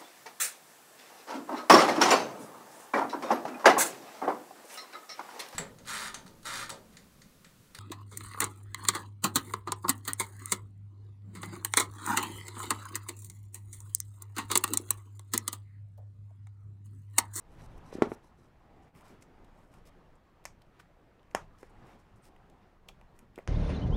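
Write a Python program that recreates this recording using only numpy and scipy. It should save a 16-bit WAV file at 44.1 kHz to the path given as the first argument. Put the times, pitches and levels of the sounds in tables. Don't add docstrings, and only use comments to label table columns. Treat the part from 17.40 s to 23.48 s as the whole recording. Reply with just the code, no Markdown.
import sys
import numpy as np
from scipy import signal
from scipy.fft import rfft, irfft
from scipy.io import wavfile
from scipy.ndimage import uniform_filter1d

SR = 44100
rng = np.random.default_rng(int(sys.argv[2]) if len(sys.argv) > 2 else 0)


def inscribe(sig):
    pcm = np.round(np.clip(np.atleast_2d(sig).T, -1, 1) * 32767)
    wavfile.write(sys.argv[1], SR, pcm.astype(np.int16))


def nominal_scale(level):
    x = np.asarray(level, float) / 20
    return 10 ** x


N = 267951

# middle_s, half_length_s, change_db
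QUIET_MOMENTS = [(1.52, 0.042, -8.5), (2.28, 0.049, -5), (2.8, 0.072, -2.5), (5.4, 0.11, -3),
                 (5.9, .08, -1.5)]


def evened(x):
    return x / np.sqrt(np.mean(x ** 2) + 1e-20)


def read(points, hz):
    f, value = np.transpose(points)
    return np.interp(np.log(hz + 1), np.log(f + 1), value)


def add(mix, s, sound):
    part = mix[round(s * SR):][:len(sound)]
    part += sound[:len(part)]


def coloured(x, gain):
    return irfft(rfft(x) * gain(np.fft.rfftfreq(len(x), 1 / SR)), len(x))


def hump(hz, centre_hz, octaves):
    return np.exp(-.5 * (np.log2((hz + 1) / centre_hz) / max(octaves / 2, .05)) ** 2)


def swells(rows):
    t = np.arange(N) / SR
    return sum(db * np.cos(np.pi / 2 * np.clip((t - s) / half, -1, 1)) ** 2 for s, half, db in rows)


def patchy_noise(colour, patchy_db):
    hz = np.fft.rfftfreq(1024, 1 / SR)
    a, b, patches = rng.standard_normal((N // 256 + 5, 513, 3)).T
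    patches = uniform_filter1d(patches, size=10, axis=0)
    patches = evened(uniform_filter1d(patches, size=8, axis=1))
    z = (a + 1j * b) * nominal_scale(read(colour, hz)[:, None] + patchy_db * patches)
    return evened(signal.istft(z, nperseg=1024, noverlap=768)[1][:N])


def pressure_step(log_gain, sudden):
    phase = sudden * signal.hilbert(log_gain).imag
    pulse = np.fft.ifft(np.exp(log_gain - 1j * phase)).real
    return np.roll(pulse, 256)[:1024] * signal.windows.tukey(1024, .3)


def air():
    # time_s, level_db
    busy_air = [(0.0, -65.5), (0.2, -56.5), (0.5, -55.5), (0.66, -47), (0.8, -61.5), (1.0, -65.5),
                (1.3, -63), (1.7, -58), (1.85, -62), (2.05, -60.5), (2.7, -62), (2.85, -64), (3.3, -65),
                (3.5, -64.5), (4.2, -64), (4.45, -56), (4.65, -62.5), (6.08, -64.5)]
    # pitch_hz, level_db (per Hz)
    rumble_colour = [(7.1, -31), (12, 0.5), (23, 3.5), (49, -5), (123, -11.5), (162, -12), (200, -14.5),
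                     (260, -38), (440, -120)]
    body_colour = [(53, -25), (90, 1.5), (159, -3), (347, -5), (439, -7.5), (597, -8.5), (662, -9),
                   (969, -10.5), (1240, -13.5), (3000, -39.5), (3900, -64.5), (6600, -120)]
    rustle_colour = [(880, -15.5), (1500, -4.5), (1760, -3), (2680, -9), (5880, -20.5), (7220, -23),
                     (8290, -24.5), (15700, -35.5)]
    hiss_colour = [(2350, -29), (4000, -12), (9440, -15.5), (15100, -9), (15700, -17)]
    # middle_s, half_length_s, rise_db (over the rustle)
    sleeves = [(.2, 0.029, 6.5), (.55, 0.069, 6), (1.7, 0.096, 4.5), (3.4, 0.11, 5), (4.0, 0.086, 10),
               (4.22, 0.13, 3.5), (4.52, 0.075, 5.5), (6.0, 0.065, 6)]
    # middle_s, half_length_s, rise_db (over the rumble)
    puffs = [(.27, 0.36, 14), (.6, 0.14, 8), (1.42, 0.083, 5.5), (2.03, 0.11, 7), (2.42, 0.31, 6.5),
             (2.7, 0.089, 9), (3.1, .08, 9), (4.05, 0.17, 9.5), (4.32, 0.13, 6), (5.0, 0.079, 6),
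             (5.6, 0.32, 7.5), (6.08, 0.15, 9)]
    rest_db = -64
    swell = np.interp(np.arange(N) / SR, *np.transpose(busy_air)) - rest_db
    clamp = swells(QUIET_MOMENTS)
    rumble = evened(coloured(rng.standard_normal(N), lambda f: nominal_scale(read(rumble_colour, f))))
    rumble *= nominal_scale(-65 + .2 * swell + swells(puffs) + clamp)
    body = nominal_scale(rest_db + swell + clamp) * patchy_noise(body_colour, patchy_db=2.46)
    rustle_level = nominal_scale(-76 + 0.78 * swell + swells(sleeves) + clamp)
    rustle = rustle_level * patchy_noise(rustle_colour, patchy_db=1.0)
    hiss = nominal_scale(-92.5) * patchy_noise(hiss_colour, patchy_db=.5)
    return rumble + body + rustle + hiss


def cupped_hands():
    # middle_s, half_length_s, rise_db
    hollows = [(.3, .25, 6), (1.36, 0.34, 15), (1.98, 0.32, 9.5), (4.45, 0.26, 15.5), (5.0, 0.28, 11)]
    tone = evened(coloured(rng.standard_normal(N), lambda f: hump(f, 760, .3)))
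    return nominal_scale(-81 + swells(hollows) + swells(QUIET_MOMENTS)) * tone


def knocks():
    # start_s, peak_db, contact_ms, direction (+1 or -1), ring_factor (of pitch)
    blows = [(0.5273, -33.5, 0.67, 1, 1.3), (0.5526, -28, 1.3, -1, .9), (0.5846, -31, 1.3, -1, 0.81),
             (.6212, -7.4, .56, 1, 1), (0.633, -31, 0.15, 1, 0.47), (0.64, -34.5, 1.8, 1, 0.83),
             (0.6532, -39.5, 0.33, 1, 1.8), (0.6577, -38.5, 0.26, 1, 1.3), (0.6688, -32, 1.6, -1, 0.81),
             (.7180, -24.5, 0.56, 1, 1.03), (4.2303, -38, 0.48, 1, 1.2), (5.9785, -33.5, 0.56, 1, 1.04),
             (5.9898, -36, .7, 1, 1.6), ]
    # pitch_hz, level_db, t60_s (time to fade by 60 dB)
    mat_modes = [(258, -18, .06), (338, 4, .021), (412, -10, .087), (622, -4, .014), (1106, -8, .016),
                 (1343, -10.5, .03), (1722, -6, .013), (2130, 0, .01)]
    # pitch_hz, level_db, t60_s
    table_modes = [(136, -36, 0.068), (241.5, -27, 0.26), (831, -14.5, 0.045), (1974, -17.5, 0.058),
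                   (3300, -25.5, .015)]
    out, t = np.zeros(N), np.arange(SR // 8) / SR
    for s, db, contact_ms, direction, ring in blows:
        modes = sum(nominal_scale(mode_db - 60 * t / t60) * np.cos(2 * np.pi * hz * ring * t + .36)
                    for hz, mode_db, t60 in mat_modes + table_modes)
        push = np.exp(-.5 * (t[:300] * 4000 / contact_ms - 2.5) ** 2)
        low_cut = signal.butter(1, 90, "high", fs=SR)
        blow = signal.lfilter(*low_cut, np.convolve(modes, push))
        add(out, s, np.sign(direction) * nominal_scale(db) * blow / abs(blow).max())
    return out


def rubs():
    # start_s, length_s, level_db, centre_hz, peak_place (0-1)
    blade_strokes = [(0, 0.035, -78.5, 6000, 0.14), (0.09, 0.2, -78.5, 8000, 0.18),
                     (0.184, 0.083, -68, 6900, 1), (0.3, 0.066, -79.5, 7000, 0.1),
                     (0.361, 0.03, -75, 9500, 0.7), (0.431, 0.087, -72, 6200, 0.9),
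                     (0.52, 0.037, -57, 5600, 0.9), (0.554, .025, -69, 6000, 0.9),
                     (0.6276, 0.043, -58, 4000, .05), (0.679, 0.074, -64, 7700, .95),
                     (0.825, 0.088, -77, 7100, 0.2), (0.968, 0.13, -79, 7000, 0.2)]
    # start_s, length_s, level_db, centre_hz, width_octaves
    finger_rubs = [(1.42, 0.035, -79, 6500, 1.1), (1.544, 0.089, -69, 9000, 4.5),
                   (1.634, 0.12, -68.5, 6450, 2.5), (1.808, 0.038, -72, 6900, 2.2),
                   (2.133, 0.23, -83.5, 7960, 1.5), (2.313, 0.095, -74.5, 6760, 2),
                   (2.452, 0.047, -65.5, 6960, 2.9), (2.752, 0.018, -78, 7660, 0.73),
                   (3.039, 0.012, -70, 6000, 2.9), (3.216, .012, -76, 10100, 1.4),
                   (3.391, 0.033, -69, 5000, 2.9), (3.905, 0.032, -79, 8000, 1.6),
                   (3.934, .014, -80, 5000, 3.1), (4.178, 0.1, -72.5, 7400, 1.7),
                   (4.294, 0.02, -78.5, 9000, .8), (4.447, .12, -74.5, 5500, 4.2),
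                   (4.585, 0.046, -78.5, 6960, 1.4), (4.757, 0.032, -76.5, 8150, 1.2),
                   (4.816, 0.089, -78, 8700, 0.15), (4.83, 0.067, -65.5, 6700, 2.7),
                   (5.218, 0.059, -82, 3970, 0.77), (5.475, 0.041, -74, 5000, 1.7),
                   (5.746, 0.048, -81, 7900, 2.8), (5.99, 0.049, -86, 7000, 2.4)]
    # pitch_hz, width_octaves, gain_db
    foam_peaks = [(2200, 0.81, 12), (5550, 0.13, 5), (8750, 0.07, 2.5), (11000, .08, -2), (15900, .5, -5)]
    # pitch_hz, width_octaves, gain_db
    blade_rings = [(3950, .06, 12), (5900, .07, 8), (11000, .06, 6)]
    strokes = [(*row, 1.7, blade_rings) for row in blade_strokes]
    strokes += [(*row[:4], 0.22, row[4], []) for row in finger_rubs]
    out, size = np.zeros(N), 8192
    t = np.arange(size) / SR
    for s, length, db, hz, place, octaves, rings in strokes:
        grains = rng.standard_normal(size) * nominal_scale(2.25 * rng.exponential(1, size))
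        lean = rng.uniform(0.927, 0.98)
        grains = coloured(grains, lambda f: hump(f, hz, octaves) * nominal_scale(
            sum(peak_db * hump(f, peak_hz * lean, w) for peak_hz, w, peak_db in foam_peaks)))
        grains = coloured(grains, lambda f: nominal_scale(
            0 * f + sum(ring_db * hump(f, ring_hz, w) for ring_hz, w, ring_db in rings)))
        slips = evened(uniform_filter1d(rng.standard_normal(size), size=150, mode="wrap"))
        stroke = np.interp(t / length, [0, np.clip(place, .05, .95), 1], [0, 1, 0]) ** .6
        add(out, s, nominal_scale(db + 2.5 * slips) * evened(grains) * stroke)
    return out


def ticks():
    # start_s, low_db, low_hz, high_db, high_hz
    quick_ticks = [(0.2097, -66, 3000, -81, 7870), (0.5253, -63, 2480, -80, 6000),
                   (0.6221, -44, 3200, -43, 5900), (0.72, -60.5, 2480, -75.5, 7060),
                   (1.55, -66, 2200, -71, 11000), (1.6092, -65, 2350, -67, 9000),
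                   (2.3392, -63.5, 2300, -64, 8400), (3.0568, -44, 2000, -45, 6530),
                   (3.2191, -67.5, 4150, -64.5, 1900), (3.265, -91, 5000, -85, 10000),
                   (3.794, -74, 3000, -90, 8000), (3.8298, -75, 3000, -82, 6000),
                   (3.9117, -62.5, 2100, -68, 5600), (4.186, -77, 3000, -68, 6900),
                   (4.2294, -59, 1700, -64, 5720), (4.9625, -63, 2200, -74.5, 8800),
                   (5.0989, -74, 2950, -68, 7560), (5.4872, -47.5, 2800, -63, 5500),
                   (5.6121, -59.5, 760, -76, 8500), (5.6124, -63, 2290, -73, 5000),
                   (5.79, -63, 2380, -59.5, 8060), (5.958, -59.5, 2670, -61, 7550),
                   (5.979, -68, 5200, -70, 13000), (5.9864, -48.5, 1940, -60.5, 9900)]
    # start_s, low_db, low_hz, high_db, high_hz
    slow_peels = [(1.822, -62.5, 2050, -56.5, 6200), (2.044, -73, 3010, -72, 7700),
                  (3.3977, -57, 1280, -60, 2200), (3.3984, -62.5, 3330, -64.5, 8000),
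                  (5.485, -60, 5370, -58.5, 11000), (5.4893, -60, 980, -78, 7000)]
    bursts = [(*row, 2.34) for row in quick_ticks] + [(*row, 5.7) for row in slow_peels]
    out, t = np.zeros(N), np.arange(2048) / SR - .01
    for s, low_db, low_hz, high_db, high_hz, burst_ms in bursts:
        u = np.maximum(t, 0) * 1000 / burst_ms
        cracks = rng.standard_normal(len(t)) * u * np.exp(-2.5 * u)
        lumps = uniform_filter1d(abs(rfft(cracks)), size=9)
        for db, hz, octaves in (low_db, low_hz, .7), (high_db, high_hz, 1.1):
            part = coloured(cracks, lambda f: hump(f, hz, octaves) / lumps ** 0.38)
            add(out, s - .01, nominal_scale(db + 8.) * part * (t > -.0004) / abs(part).max())
    return out


def snaps():
    # start_s, peak_db, suddenness (0-1), small_crack_share, tearing_ms
    tears = [
        (3.0538, -24.5, 0.86, 0.21, 1.14),
        (3.9495, -8.5, 0.1, 0.073, 2.7),
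    ]
    # pitch_hz, level_db (per Hz)
    tear_colours = [
        [(88, -33), (150, -8), (601, 5), (1300, -5), (2350, -8), (3840, -16), (4580, -6.5), (6390, -1),
         (6910, -9.5), (8900, -7), (10000, -24), (11500, -15), (16000, -29)],
        [(47, -48), (80, -15), (563, 5.5), (1430, 1.5), (3240, -13.5), (4230, -37), (5170, -11.5), (5900, -16),
         (7050, -14), (7870, -24), (8600, -17.5), (10700, -28), (11700, -24.5), (16000, -51)],
    ]
    near, far, size = np.zeros(N), np.zeros(N), 4096
    hz = abs(np.fft.fftfreq(size, 1 / SR))
    for (s, db, sudden, share, tearing_ms), colour in zip(tears, tear_colours):
        log_gain = np.log(nominal_scale(np.maximum(read(colour, hz), -100)))
        fading = np.exp(-np.arange(200) / SR * 1000 / tearing_ms)
        cracks = share * rng.standard_normal(200) * fading
        cracks[0] = 1
        crack = np.convolve(pressure_step(log_gain, np.clip(sudden, 0, 1)), cracks)
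        smooth_gain = uniform_filter1d(np.exp(log_gain), size=150, mode="wrap")
        smooth = pressure_step(np.log(smooth_gain), 0.59)
        crack *= nominal_scale(db) / abs(crack).max()
        start = s - 256 / SR
        add(near, start, crack)
        add(far, start, smooth * np.linalg.norm(crack) / np.linalg.norm(smooth))
    return near, far


def room(x):
    # pitch_hz, t60_s
    fading = [(200, 0.097), (530, 0.24), (1390, 0.16), (3680, 0.18), (9700, 0.15)]
    taps = np.zeros(SR // 2)
    at = np.arange(60, SR // 2 - 20, 20)
    taps[at + rng.integers(0, 20, len(at))] = rng.choice([-1., 1.], len(at))
    hz, t, z = signal.stft(taps, SR, nperseg=256)
    tail = signal.istft(z * nominal_scale(-60 * t / read(fading, hz)[:, None]), SR, nperseg=256)[1]
    tail = coloured(tail, lambda f: nominal_scale(5.2 * hump(f, 950, 0.78) + 2.2 * hump(f, 6800, 0.33)))
    tail = nominal_scale(-9.5) * tail / np.linalg.norm(tail)
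    add(tail, .0046, nominal_scale([-18]))
    return signal.fftconvolve(x, tail)[:N]


def scene():
    table, (snap, far_snap), tick = knocks(), snaps(), ticks()
    table_late = np.roll(table, 150)
    table_late = coloured(table_late, lambda f: np.clip(f / 1600.0, .05, 1.6) ** 0.35)
    wet = room(nominal_scale(-2.0) * table_late + nominal_scale(-0.5) * far_snap + nominal_scale(-1.5) * tick)
    soft = tick + rubs() + air() + cupped_hands()
    soft = coloured(soft, lambda f: f < 15800)
    return (table + snap + wet + soft)[None]


def band_limit(x):
    return signal.sosfilt(signal.butter(12, 16520, fs=SR, output="sos"), x)


def record(dry):
    return band_limit(dry)


dry = scene()
out = record(dry)
inscribe(out)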